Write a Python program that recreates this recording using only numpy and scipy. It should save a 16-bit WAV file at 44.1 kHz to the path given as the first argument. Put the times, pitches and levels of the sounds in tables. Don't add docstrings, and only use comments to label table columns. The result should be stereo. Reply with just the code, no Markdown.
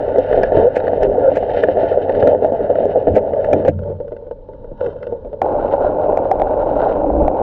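import sys
import numpy as np
from scipy import signal
from scipy.fft import rfft, irfft, next_fast_len
from scipy.io import wavfile
from scipy.ndimage import uniform_filter1d, minimum_filter1d, map_coordinates

SR = 44100
rng = np.random.default_rng(int(sys.argv[2]) if len(sys.argv) > 2 else 0)


def materialize(psi):
    bounded = np.clip(np.atleast_2d(psi).T, -1, 1)
    quanta = np.round(bounded * 32767).astype(np.int16)
    wavfile.write(sys.argv[1], SR, quanta)


N = 327222
TIME_S = np.arange(N) / SR

SAND_START_S = 5.416
RUTS_END_S, RUTS_FADE_S = 3.72, 0.048

# (frequency [Hz], level [dB])
MOUNT_COLOUR = [(100, -39), (170, -22), (250, -14.5), (310, -10.5), (350, -19), (404, -0.5), (457, -4),
                (510, 4), (555, -3), (610, 1.5), (680, -2.5), (790, -12.5), (900, -20.5), (1030, -43),
                (1600, -58.5), (2640, -110)]
# (frequency [Hz], width [Hz], level [dB])
SHELL_MODES = [(1170, 340, -12.5), (1440, 170, 1), (1723, 130, 2.5), (1950, 65, -3.5), (2448, 29, -12),
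               (2680, 130, -21), (2980, 180, -15.5), (3500, 37, -25), (3820, 56, -20), (4370, 78, -25),
               (5300, 330, -42)]
# (frequency [Hz], width [Hz], level [dB])
FRAME_MODES = [(487.4, 73.4, 7.5), (568.5, 26, 8), (884, 25, -7.5), (1480, 17, -26.5), (2000, 64, -43),
               (3130, 57, -46.5), (3570, 63, -53), (4270, 140, -60.5), (5540, 330, -63.5)]
# (frequency [Hz], width [Hz], level [dB])
TUBE_MODES = [(1457, 95, 6), (1630, 74, -5.5), (1990, 42, -7.5), (2700, 92, -12), (3070, 58, -10),
              (3587, 54, -14.5), (4260, 160, -24.5), (5200, 330, -29.5)]
RATTLE_SHARE = 0.63
SLIDE_EASE_DB = -1


def mud():
    shake_db, crunch_db = mud_levels()
    rattling = RATTLE_SHARE * np.clip((RUTS_END_S - TIME_S) / RUTS_FADE_S, 0, 1)
    deep, smooth = np.sqrt(rattling), np.sqrt(1 - rattling)

    blows = shifting(grit(per_second=750, spread_db=3.0, count=7), depth_db=2.5, rate=11)
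    mount = swaying(shaken(blows, MOUNT_COLOUR, vary_db=6.5))
    frame = shaken(grit(per_second=550, spread_db=1.5), colour(FRAME_MODES), vary_db=1.5)
    frame *= amp(2.4 * wobble(22) - 1.5)

    fine = shifting(grit(per_second=1300, spread_db=3.0, count=7), depth_db=3.5, rate=11)
    fine *= amp(2.6 * wobble(45))
    crunch = shaken(blows + 0.57 * fine, colour(SHELL_MODES), vary_db=4.5)
    wet_clumps = shaken(grit(per_second=4000, spread_db=3, count=8), SWISH_COLOUR, vary_db=3)
    crunch += amp(-8 + 4 * wobble(28)) * wet_clumps
    crunch *= amp(2.5 * wobble(35) - 1)
    wet_grains = grit(per_second=500, spread_db=3) * amp(8 * wobble(45))
    flecks = shaken(wet_grains, colour(TUBE_MODES), vary_db=3.5)

    sliding = sum(slide(s, length) for s, length, *_ in JUDDERS)
    shaking = amp(shake_db + SLIDE_EASE_DB * sliding - 1.0) * (deep * mount + smooth * frame)
    crunching = amp(crunch_db) * (deep * crunch + amp(-4.0) * smooth * flecks)
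    load = rebound(KNOCKS) * amp(1.3 * wobble(16))
    return load * (shaking + crunching)


# (time [s], shaking [dB], crunch [dB])
RUTTED_GROUND = [(0.0, -20.5, -44.5), (0.42, -16.5, -39.5), (0.72, -23.5, -45), (0.96, -16, -45.5),
                 (1.45, -20, -47), (1.81, -16.5, -40.5), (2.05, -18.5, -45), (2.55, -19.5, -48.5),
                 (2.9, -19, -48.5), (3.31, -19.5, -53), (3.54, -18, -42.5), (3.68, -22, -55.5)]
# (time [s], shaking [dB], crunch [dB])
SMOOTH_GROUND = [(3.74, -32, -61), (4.03, -28, -71), (4.21, -34, -78), (4.39, -41.5, -83), (4.6, -37, -73),
                 (4.77, -40.5, -76), (4.9, -30, -55), (5.06, -31, -54.5), (5.19, -34.5, -77),
                 (5.4, -32.5, -65)]
# (time [s], length [s], shaking [dB], crunch [dB])
CLODS = [(0.301, 0.11, -15, -40.5), (0.54, 0.12, -10, -38), (1.188, 0.049, -14.5, -43.5),
         (1.545, 0.054, -33, -37.5), (2.156, 0.17, -10.5, -44), (3.454, 0.2, -15, -59),
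         (3.799, 0.11, -22.5, -68.5), (4.799, 0.089, -17.5, -51), (5.023, 0.036, -33, -45),
         (5.083, 0.044, -21, -67)]
SHAKE_TRIM_DB, CRUNCH_TRIM_DB = 2.0, 1.5
CLOD_ATTACK_S, CLOD_RELEASE_S = 0.0088, 0.031


def mud_levels():
    shake, crunch = amp(curves(np.vstack([RUTTED_GROUND, SMOOTH_GROUND])))
    shake, crunch = amp(SHAKE_TRIM_DB) * shake, amp(CRUNCH_TRIM_DB) * crunch
    for s, length, shake_db, crunch_db in CLODS:
        entering = np.clip((TIME_S - s) / CLOD_ATTACK_S, 0, 1)
        leaving = np.clip(1 - (TIME_S - s - length) / CLOD_RELEASE_S, 0, 1)
        inside = entering * leaving
        shake = np.hypot(shake, amp(shake_db) * inside)
        crunch = np.hypot(crunch, amp(crunch_db) * inside)
    return decibels(shake), decibels(crunch)


# (time [s], knock [dB], crunch [dB])
KNOCKS = [(0.158, -3.5, -26), (0.182, 1, -28), (0.327, -5.5, -20), (0.343, -3.5, -32), (0.375, -3, -33),
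          (0.433, -1.5, -15.5), (0.52, -2, -27.5), (0.567, -4, -23), (0.767, -2.5, -23),
          (0.801, -13, -24.5), (0.84, -6, -30), (0.868, -11, -26), (0.879, -5, -22), (0.932, -2.5, -31.5),
          (1.03, -0.5, -22), (1.146, -3.5, -37.5), (1.316, -2, -37), (1.369, -2, -19.5), (1.427, -6, -26),
          (1.495, -14.5, -26), (1.571, -5, -25), (1.635, -1, -13.5), (1.685, 0, -23.5), (1.77, -1, -29),
          (1.832, -1, -26), (1.916, -6.5, -35), (1.973, -1.5, -47), (2.094, -2.5, -23), (2.148, -12, -25),
          (2.225, 3, -18.5), (2.271, 2, -18.5), (2.33, -5.5, -44), (2.347, -2.5, -36), (2.422, -2, -40),
          (2.445, 1.5, -24.5), (2.521, -2, -37), (2.606, -6, -38), (2.701, 1, -31.5), (2.754, -5.5, -28.5),
          (2.785, -2.5, -35), (2.803, -2.5, -35), (2.829, -4.5, -38.5), (2.854, -2, -39),
          (2.957, -0.5, -34.5), (3.07, 1, -25), (3.081, -3, -30), (3.164, 4.5, -23.5), (3.18, -7.5, -24.5),
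          (3.334, -11, -31.5), (3.444, -12, -26), (3.512, -5.5, -35), (3.529, 4.5, -15.5), (3.649, -3, -23),
          (3.679, 1, -21), (3.79, -23, -39), (3.834, -34, -44.5), (4.002, -15.5, -44),
          (4.079, -22.5, -41.5), (4.12, -15.5, -44), (4.165, -28, -41), (4.267, -23, -55),
          (4.311, -16, -44), (4.488, -21.5, -57.5), (4.533, -31.5, -48), (4.643, -24, -48),
          (4.715, -24, -68), (4.775, -42, -47), (4.808, -20, -31), (4.843, -22, -39), (4.861, -13.5, -28.5),
          (4.902, -25.5, -43), (4.928, -24, -43), (4.964, -28, -45), (5.028, -21, -28), (5.068, -15.5, -32),
          (5.124, -9.5, -69), (5.248, -19, -63), (5.33, -16.5, -47)]
# (frequency [Hz], width [Hz], level [dB])
PING_MODES = [(1719, 120, 3), (2415, 92, -6), (3480, 53, -20)]
PING_DELAY_S, PING_DB = 0.002972, 3


def knocks(count=3):
    track, crush = np.zeros(N), np.zeros(N)
    frame, ping = colour(FRAME_MODES), colour(PING_MODES)
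    t = np.arange(SR // 10) / SR
    burst = (1 - np.exp(-t / 0.0031)) * np.exp(-t / 0.0028)
    for s, db, crunch_db in KNOCKS:
        rattling = heavy(db, from_db=-14.5, span_db=12.5)

        def body():
            return rattling * ring(MOUNT_COLOUR, vary_db=5.0) + (1 - rattling) * ring(frame, vary_db=5.5)

        add(track, s, amp(db + 0.5) * body())
        chatter_delays = np.cumsum(rng.uniform(0.00306, 0.006426, count))
        for k, delay in enumerate(chatter_delays):
            add(track, s + delay, amp(db - 5.5 - 3.1 * rattling - 3.1 * k) * body())
        add(crush, s, amp(crunch_db + 8) * burst)
        sharp = heavy(crunch_db, from_db=-21, span_db=7)
        add(track, s + PING_DELAY_S, amp(crunch_db + PING_DB) * sharp * ring(ping, vary_db=4.5))
    deep, smooth = (shaken(grit(per_second=3000, spread_db=2, count=8), colour(modes), vary_db=3)
                    for modes in (SHELL_MODES, TUBE_MODES))
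    return track + crush * np.where(TIME_S < RUTS_END_S, deep, smooth)


REBOUND_S, REBOUND_HALF_S, REBOUND_DB = 0.044, 0.022, 0.5


def rebound(blows):
    dips = [(s + REBOUND_S, min(db, 0), REBOUND_HALF_S) for s, db, *_ in blows]
    return amp(-REBOUND_DB * swells(dips))


# (frequency [Hz], level [dB])
SAND_COLOUR = [(100, -40.5), (180, -18), (300, -13.5), (400, -6.5), (590, 3), (680, -7), (803, -5),
               (1000, -17), (1200, -32), (1700, -55.5), (2600, -49.5), (5000, -100)]
# (frequency [Hz], level [dB])
SAND_SIDE_COLOUR = [(60, -22), (130, -26), (200, -33), (340, -21.5), (500, 12.5), (634, -13), (800, 15.5),
                    (1110, -21.5), (2000, -55), (5000, -96)]
# (frequency [Hz], level [dB])
SCRAPE_COLOUR = [(700, -26), (900, 1.5), (1080, 2.5), (1230, 2.5), (1430, 10), (1700, -7), (2400, -22.5),
                 (3000, -15), (3350, -26.5), (3800, -20), (4700, -33.5), (5700, -39), (6800, -62.5),
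                 (12000, -82.5)]
# (frequency [Hz], level [dB])
THUD_COLOUR = [(40, -22.5), (90, -14.5), (130, -15), (220, -3), (310, 12.5), (420, -5), (800, -47.5),
               (2000, -83), (5000, -120)]
# (middle time [s], scraping [dB], half length [s])
LOOSE_SAND = [(5.62, -41.5, 0.041), (5.73, -41, 0.036), (5.85, -36, 0.059), (6.02, -47, 0.056),
              (6.57, -44, 0.095), (6.85, -39, 0.11)]
# (middle time [s], shaking [dB], half length [s])
RIPPLES = [(5.74, -20.5, 0.015), (5.83, -27, 0.014), (6.01, -25, 0.015), (6.1, -22.5, 0.032),
           (7.23, -25.5, 0.095)]
SAND_SHAKE_DB, SAND_SCRAPE_DB, SAND_WANDER_DB = -17.5, -44, 0.84
SHAKE_PER_SCRAPE = 0.33


def sand():
    loose_db = decibels(1 + swells(LOOSE_SAND) / amp(SAND_SCRAPE_DB))
    load = rebound(PEBBLES) * amp(SAND_WANDER_DB * wobble(13))
    shake = load * (amp(SAND_SHAKE_DB + SHAKE_PER_SCRAPE * loose_db) + swells(RIPPLES))

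    blows = shifting(grit(per_second=900, spread_db=3.2, count=8), depth_db=3, rate=14)
    mid = shake * shaken(blows, SAND_COLOUR, vary_db=3)
    mid_thuds = shaken(grit(per_second=440, spread_db=-1.0), THUD_COLOUR, vary_db=3.5)
    mid += heave() * amp(-0.5) * mid_thuds
    side_blows = grit(per_second=1400, spread_db=7.5)
    side = shake * amp(-19.5) * shaken(side_blows, SAND_SIDE_COLOUR, vary_db=0.5)
    side_thuds = shaken(grit(per_second=330, spread_db=6.0), THUD_COLOUR, vary_db=1.5)
    side += heave() * amp(-26.0) * side_thuds
    lean = filtered(mid, lambda hz: along([(500, .01), (800, 0.25), (1600, .25)], hz))

    scrape = np.array([shaken(grit(per_second=600, spread_db=6, count=8), SCRAPE_COLOUR, vary_db=2.5)
                       for port in range(2)])
    scrape_db = SAND_SCRAPE_DB + loose_db + 2.2 * wobble(40)
    scrape = load * amp(scrape_db) * amp([[-1.5], [2.5]]) * scrape
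    return np.array([mid + side - lean, mid - side + lean]) + scrape


# (time [s], knock [dB], crack [dB])
PEBBLES = [(5.417, -1.5, -11.5), (5.463, -7, -47), (5.564, -12, -40.5), (5.741, -6.5, -38),
           (5.846, -6.5, -42), (6.044, -12, -42), (6.13, -10.5, -36.5), (6.173, -1, -17), (6.254, -5, -41),
           (6.314, 4, -9.5), (6.398, -6, -24), (6.418, -1, -16), (6.632, -12, -44), (6.826, -3.5, -39),
           (6.869, -4, -40), (7.043, -7, -42), (7.101, -3.5, -46), (7.28, 0.5, -18), (7.398, -11, -38)]
# (frequency [Hz], level [dB])
PEBBLE_COLOUR = [(150, -22.5), (380, -4), (540, 20), (790, 24.5), (1050, -4), (1600, -14), (3200, -50),
                 (8000, -90.5)]
# (frequency [Hz], level [dB])
CRACK_COLOUR = [(400, -23.5), (1000, 2.5), (1500, -5.5), (2050, -1.5), (2400, -6), (2900, -16), (3450, -12),
                (4000, -17), (4700, -24), (5600, -19), (8000, -35), (15000, -50.5)]
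CRACK_DELAY_S = 0.0008
CRACK_PAN_DB, PORT_LEAD_S = 3, 0.00005


def pebbles():
    track = np.zeros((2, N))
    for s, db, crack_db in PEBBLES:
        body, snap = ring(PEBBLE_COLOUR, vary_db=6.5, count=30), ring(CRACK_COLOUR, vary_db=1.5)
        for port, side in zip(track, (-1, 1)):
            knock = (body + ring(PEBBLE_COLOUR, vary_db=2.0, count=30)) / 2
            add(port, s, amp(db + 1.1 * side) * knock)
            crack = (snap + ring(CRACK_COLOUR, vary_db=5)) / 2
            crack = crack + amp(-15) * ring(colour(PING_MODES), vary_db=4)
            start_s = s + CRACK_DELAY_S - side * PORT_LEAD_S
            add(port, start_s, amp(crack_db + side * CRACK_PAN_DB) * crack)
    return track


# (frequency [Hz], width [Hz], level [dB])
BAR_MODES = [(90.5, 14, -6.5), (144, 19, -12), (212, 4.1, -8.5)]
# (time [s], level [dB])
RUTS = [(0.567, -11.5), (2.227, -15.5), (3.076, -11.5), (3.137, -15), (3.536, -14.5), (3.687, -11.5),
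        (4.716, -28)]
# (middle time [s], level [dB], half length [s], pitch [Hz])
LOW_BOOMS = [(3.113, -18, 0.03, 87.6), (3.765, -21.5, 0.1, 88), (3.93, -29, 0.08, 90.7),
             (7.187, -21.5, 0.088, 61)]
MUD_HUM_DB, HUM_PER_SHAKE, SAND_HUM_DB = -25, 0.59, -36
UPPER_BENDING_DB = -5.5
RUT_THUD_DB = -1


def handlebar():
    shake_db, _ = mud_levels()
    hum = amp(by_ground(MUD_HUM_DB + HUM_PER_SHAKE * shake_db, SAND_HUM_DB))

    def bending(x, modes):
        return filtered(x, lambda hz: resonances(modes, hz) * hz ** 2 / (hz ** 2 + 70 ** 2))

    lowest, upper = (levelled(bending(rng.standard_normal(N), modes))
                     for modes in (BAR_MODES[:1], BAR_MODES[1:]))
    jolts, thuds = np.zeros(N), np.zeros(N)
    for s, db in RUTS:
        jolts[round(s * SR)] = amp(db)
        add(thuds, s, amp(db + RUT_THUD_DB) * ring(THUD_COLOUR, vary_db=5.0))
    jolt_ring = bending(jolts, BAR_MODES)
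    jolt_ring *= jolts.max() / np.abs(jolt_ring).max()
    booms = sum(swells([(s, db, half)]) * (tone(hz) + amp(-9) * upper) for s, db, half, hz in LOW_BOOMS)
    return hum * (lowest + amp(UPPER_BENDING_DB) * upper) + booms + jolt_ring + thuds


# (time [s], length [s], level [dB], start pitch [Hz], end pitch [Hz])
JUDDERS = [(0.637, 0.055, -7.5, 455, 525), (1.238, 0.0324, -6.5, 550, 527), (1.275, 0.024, -2, 508.3, 552),
           (3.391, 0.019, -8, 570, 540)]
JUDDER_EDGE_S = 0.0052


def judders():
    waver = 1 + .012 * wobble(90)
    track = np.zeros(N)
    for s, length, db, start_hz, end_hz in JUDDERS:
        pitch_hz = np.interp(TIME_S, [s, s + length], [start_hz, end_hz]) * waver
        phase = 2 * np.pi * np.cumsum(pitch_hz) / SR
        track += amp(db) * slide(s, length) * (np.sin(phase) + amp(-39) * np.sin(3 * phase))
    return track * amp(0.41 * wobble(88))


def slide(s, length):
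    from_edge_s = np.minimum(TIME_S - s, s + length - TIME_S)
    return np.sin(np.pi / 2 * np.clip(from_edge_s / JUDDER_EDGE_S, 0, 1))


# (middle time [s], level [dB], half length [s])
SQUELCHES = [(0.768, -32, 0.014), (1.37, -35, 0.017), (3.168, -35, 0.019), (3.448, -36.5, 0.0028),
             (3.66, -41, 0.0062), (3.686, -36.5, 0.014), (5.03, -51, 0.0037)]
# (frequency [Hz], level [dB])
SPRAY_COLOUR = [(600, -29.5), (1600, 16), (2600, 11), (3600, -6), (4800, -9.5), (7700, -14.5), (9000, -31),
                (15000, -43.5)]


def squelches():
    droplets = grit(per_second=3000, spread_db=4, count=8) * amp(2 * wobble(250))
    return swells(SQUELCHES) * shaken(droplets, SPRAY_COLOUR, vary_db=3)


# (time [s], peak level [dB])
SNAPS = [(0.185, -28.5), (0.434, -23.5), (1.033, -25), (1.637, -27.5), (2.275, -24), (2.446, -37.5),
         (2.471, -42.5), (2.524, -38.5), (2.856, -35), (3.17, -28), (3.533, -17), (3.683, -24)]
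# (frequency [Hz], level [dB])
SNAP_COLOUR = [(500, -19.5), (1700, 4), (3000, -2.5), (6000, -11), (10000, -21.5), (15000, -28.5)]


def snaps():
    track = np.zeros(N)
    for s, db in SNAPS:
        add(track, s, amp(db) * ring(SNAP_COLOUR, vary_db=6))
    return track


# (middle time [s], level [dB], half length [s])
SWISHES = [(0.235, -39, 0.008), (0.37, -48.5, 0.061), (0.62, -51.5, 0.069), (0.975, -46, 0.0047),
           (1.58, -42.5, 0.11), (1.87, -48.5, 0.064), (2.19, -46.5, 0.1), (2.81, -49, 0.034),
           (3.46, -58.5, 0.049), (5.71, -54, 0.053), (5.731, -45, 0.0067), (6.8, -58.5, 0.22),
           (6.927, -41, 0.0073)]
# (frequency [Hz], level [dB])
SWISH_COLOUR = [(900, -40.5), (1700, 4.5), (2050, 3.5), (2300, -4.5), (2800, 1.5), (3150, -0.5),
                (3350, -18.5), (3600, -6), (4100, -13), (4800, -23.5), (5600, -22), (6500, -40.5),
                (12000, -70)]


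def swishes():
    grains = grit(per_second=2200, spread_db=5, count=8) * amp(4 * wobble(90))
    return swells(SWISHES) * shaken(grains, SWISH_COLOUR, vary_db=3)


# (middle time [s], level [dB], half length [s])
SLITHERS = [(4.25, -59, 0.06), (4.58, -54, 0.2), (4.85, -37.5, 0.06), (5.07, -52, 0.3), (5.3, -64.5, 0.34)]
# (frequency [Hz], width [Hz], level [dB])
SLITHER_MODES = [(890, 65, 7), (1130, 110, -14), (1430, 66, -11.5), (1660, 42, -14.5), (3030, 200, -28),
                 (3750, 160, -28.5), (5700, 350, -41.5)]


def slithers():
    return swells(SLITHERS) * noise(colour(SLITHER_MODES))


# (middle time [s], level [dB], half length [s])
SQUEALS = [(1.268, -36, 0.038)]
# (frequency [Hz], width [Hz], level [dB])
SQUEAL_MODES = [(1427, 55, 0)]


def squeal():
    return swells(SQUEALS) * levelled(noise(colour(SQUEAL_MODES)))


# (frequency [Hz], level [dB])
RUMBLE_COLOUR = [(8, -13.5), (25, 8.5), (60, -1.5), (80, -14), (150, -16.5), (300, -11), (800, -79),
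                 (3000, -120)]
# (frequency [Hz], level [dB])
AIR_COLOUR = [(100, -2), (1500, -14.5), (2200, -24.5), (4000, -24), (7000, -45), (15000, -54.5)]
RUMBLE_WANDER_DB = 3.5
AIR_DB = -66


def rumble():
    apart = np.array([noise(RUMBLE_COLOUR), noise(RUMBLE_COLOUR)])
    apart_db = by_ground(-15, -10)
    lumps = amp(RUMBLE_WANDER_DB * wobble(12) - 1.8)
    low_noise = noise(RUMBLE_COLOUR) + amp(apart_db) * apart
    return heave() * lumps * low_noise + amp(AIR_DB) * noise(AIR_COLOUR)


# (middle time [s], level [dB], half length [s])
LOW_SWELLS = [(0.39, -27.5, 0.0506), (0.56, -27, 0.088), (1.05, -23.5, 0.056), (1.53, -28, 0.039),
              (3.11, -18.5, 0.027), (3.7, -30, 0.042), (6.75, -32.5, 0.089), (7.17, -21.5, 0.15)]
MUD_RUMBLE_DB, SAND_RUMBLE_DB = -38.5, -32


def heave():
    return amp(by_ground(MUD_RUMBLE_DB, SAND_RUMBLE_DB)) + swells(LOW_SWELLS)


def by_ground(in_mud, on_sand):
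    return np.where(TIME_S < SAND_START_S, in_mud, on_sand)


def grit(per_second, spread_db, count=4):
    hit = rng.random((count, N)) < per_second / count / SR
    size = amp(spread_db * np.minimum(rng.standard_normal(N), 2))
    return hit * size * np.sign(rng.random(N) - .5)


def shifting(blows, depth_db, rate):
    return np.array([row * amp(depth_db * wobble(rate)) for row in blows])


def shaken(blows, spectrum, vary_db):
    return levelled(sum(signal.oaconvolve(row, ring(spectrum, vary_db))[:N] for row in blows))


SWAY_DB, SWAY_SPLIT_HZ = 3, 430


def swaying(x):
    low = filtered(x, lambda hz: 1 / (1 + (hz / SWAY_SPLIT_HZ) ** 12))
    tilt_db = SWAY_DB * wobble(18)
    return levelled(amp(tilt_db) * low + amp(-tilt_db) * (x - low))


def ring(spectrum, vary_db, size=4096, count=60):
    hz = np.fft.rfftfreq(size, 1 / SR)
    tint = np.transpose([np.geomspace(100, SR / 2, count), rng.standard_normal(count)])
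    gain = np.maximum(amp(along(spectrum, hz) + vary_db * along(tint, hz)), 1e-6)
    cepstrum = irfft(np.log(gain))
    cepstrum[1:size // 2] *= 2
    cepstrum[size // 2 + 1:] = 0
    answer = irfft(np.exp(rfft(cepstrum)))
    return answer / np.abs(answer).max()


def resonances(modes, hz):
    return sum((-1) ** k * amp(db) * c * w / (c * c - hz * hz + 1j * hz * w)
               for k, (c, w, db) in enumerate(modes))


SOFT_TOP_HZ = 6300


def colour(modes):
    hz = np.geomspace(100, 16000, 500)
    power = sum(amp(db) ** 2 / (1 + ((hz - c) / w) ** 2) ** 2 for c, w, db in modes)
    soft = 1 / (1 + (hz / SOFT_TOP_HZ) ** 10)
    return np.transpose([hz, 10 * np.log10(power * soft)])


def noise(spectrum):
    return unit(filtered(rng.standard_normal(N), lambda hz: amp(along(spectrum, hz))))


def tone(hz):
    return np.sqrt(2) * np.sin(2 * np.pi * np.cumsum(hz * (1 + .025 * wobble(20))) / SR)


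def wobble(rate):
    return map_coordinates(rng.standard_normal(int(N * rate / SR) + 4), [np.arange(N) * rate / SR])


def swells(rows):
    return sum(amp(db) * np.exp(-((TIME_S - s) / half) ** 2) for s, db, half in rows)


def heavy(db, from_db, span_db):
    return np.clip((db - from_db) / span_db, 0, 1)


def add(track, s, sound):
    start = max(round(s * SR), 0)
    track[start:start + len(sound)] += sound[:N - start]


def levelled(x):
    x = unit(x)
    window = signal.windows.hann(SR // 7)
    power = signal.oaconvolve(x ** 2, window / window.sum(), "same")
    return x / np.sqrt(np.abs(power) + 1e-3)


def filtered(x, response):
    size = next_fast_len(N + SR // 2)
    return irfft(rfft(x, size) * response(np.fft.rfftfreq(size, 1 / SR)), size)[..., :N]


def along(points, hz):
    f, v = np.transpose(points)
    return np.interp(np.log(hz + 1), np.log(f + 1), v)


def curves(rows):
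    s, *cols = np.transpose(rows)
    return [np.interp(TIME_S, s, c) for c in cols]


def unit(x):
    return x / np.sqrt(np.mean(x ** 2) + 1e-20)


def amp(db):
    return 10 ** (np.asarray(db) / 20)


def decibels(gain):
    return 20 * np.log10(gain)


def scene():
    on_sand = np.clip((TIME_S - SAND_START_S) / .004, 0, 1)
    wet = squelches() + squeal() + swishes() + slithers()
    bike = (1 - on_sand) * mud() + knocks() + snaps() + judders() + wet + handlebar()
    ports = amp([[.12], [-.12]])
    return ports * bike + on_sand * sand() + pebbles() + rumble()


TOP_HZ = 15800


def record(dry):
    needed = 1 / np.maximum(np.abs(dry).max(axis=0), 1)
    held = minimum_filter1d(needed, size=120)
    gain = uniform_filter1d(uniform_filter1d(held, size=60), size=60)
    closing = np.minimum(np.arange(N)[::-1] / 130, 1)
    limited = dry * gain * closing
    return signal.sosfilt(signal.ellip(10, .1, 80, TOP_HZ, fs=SR, output="sos"), limited)


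dry = scene()
out = record(dry)
materialize(out)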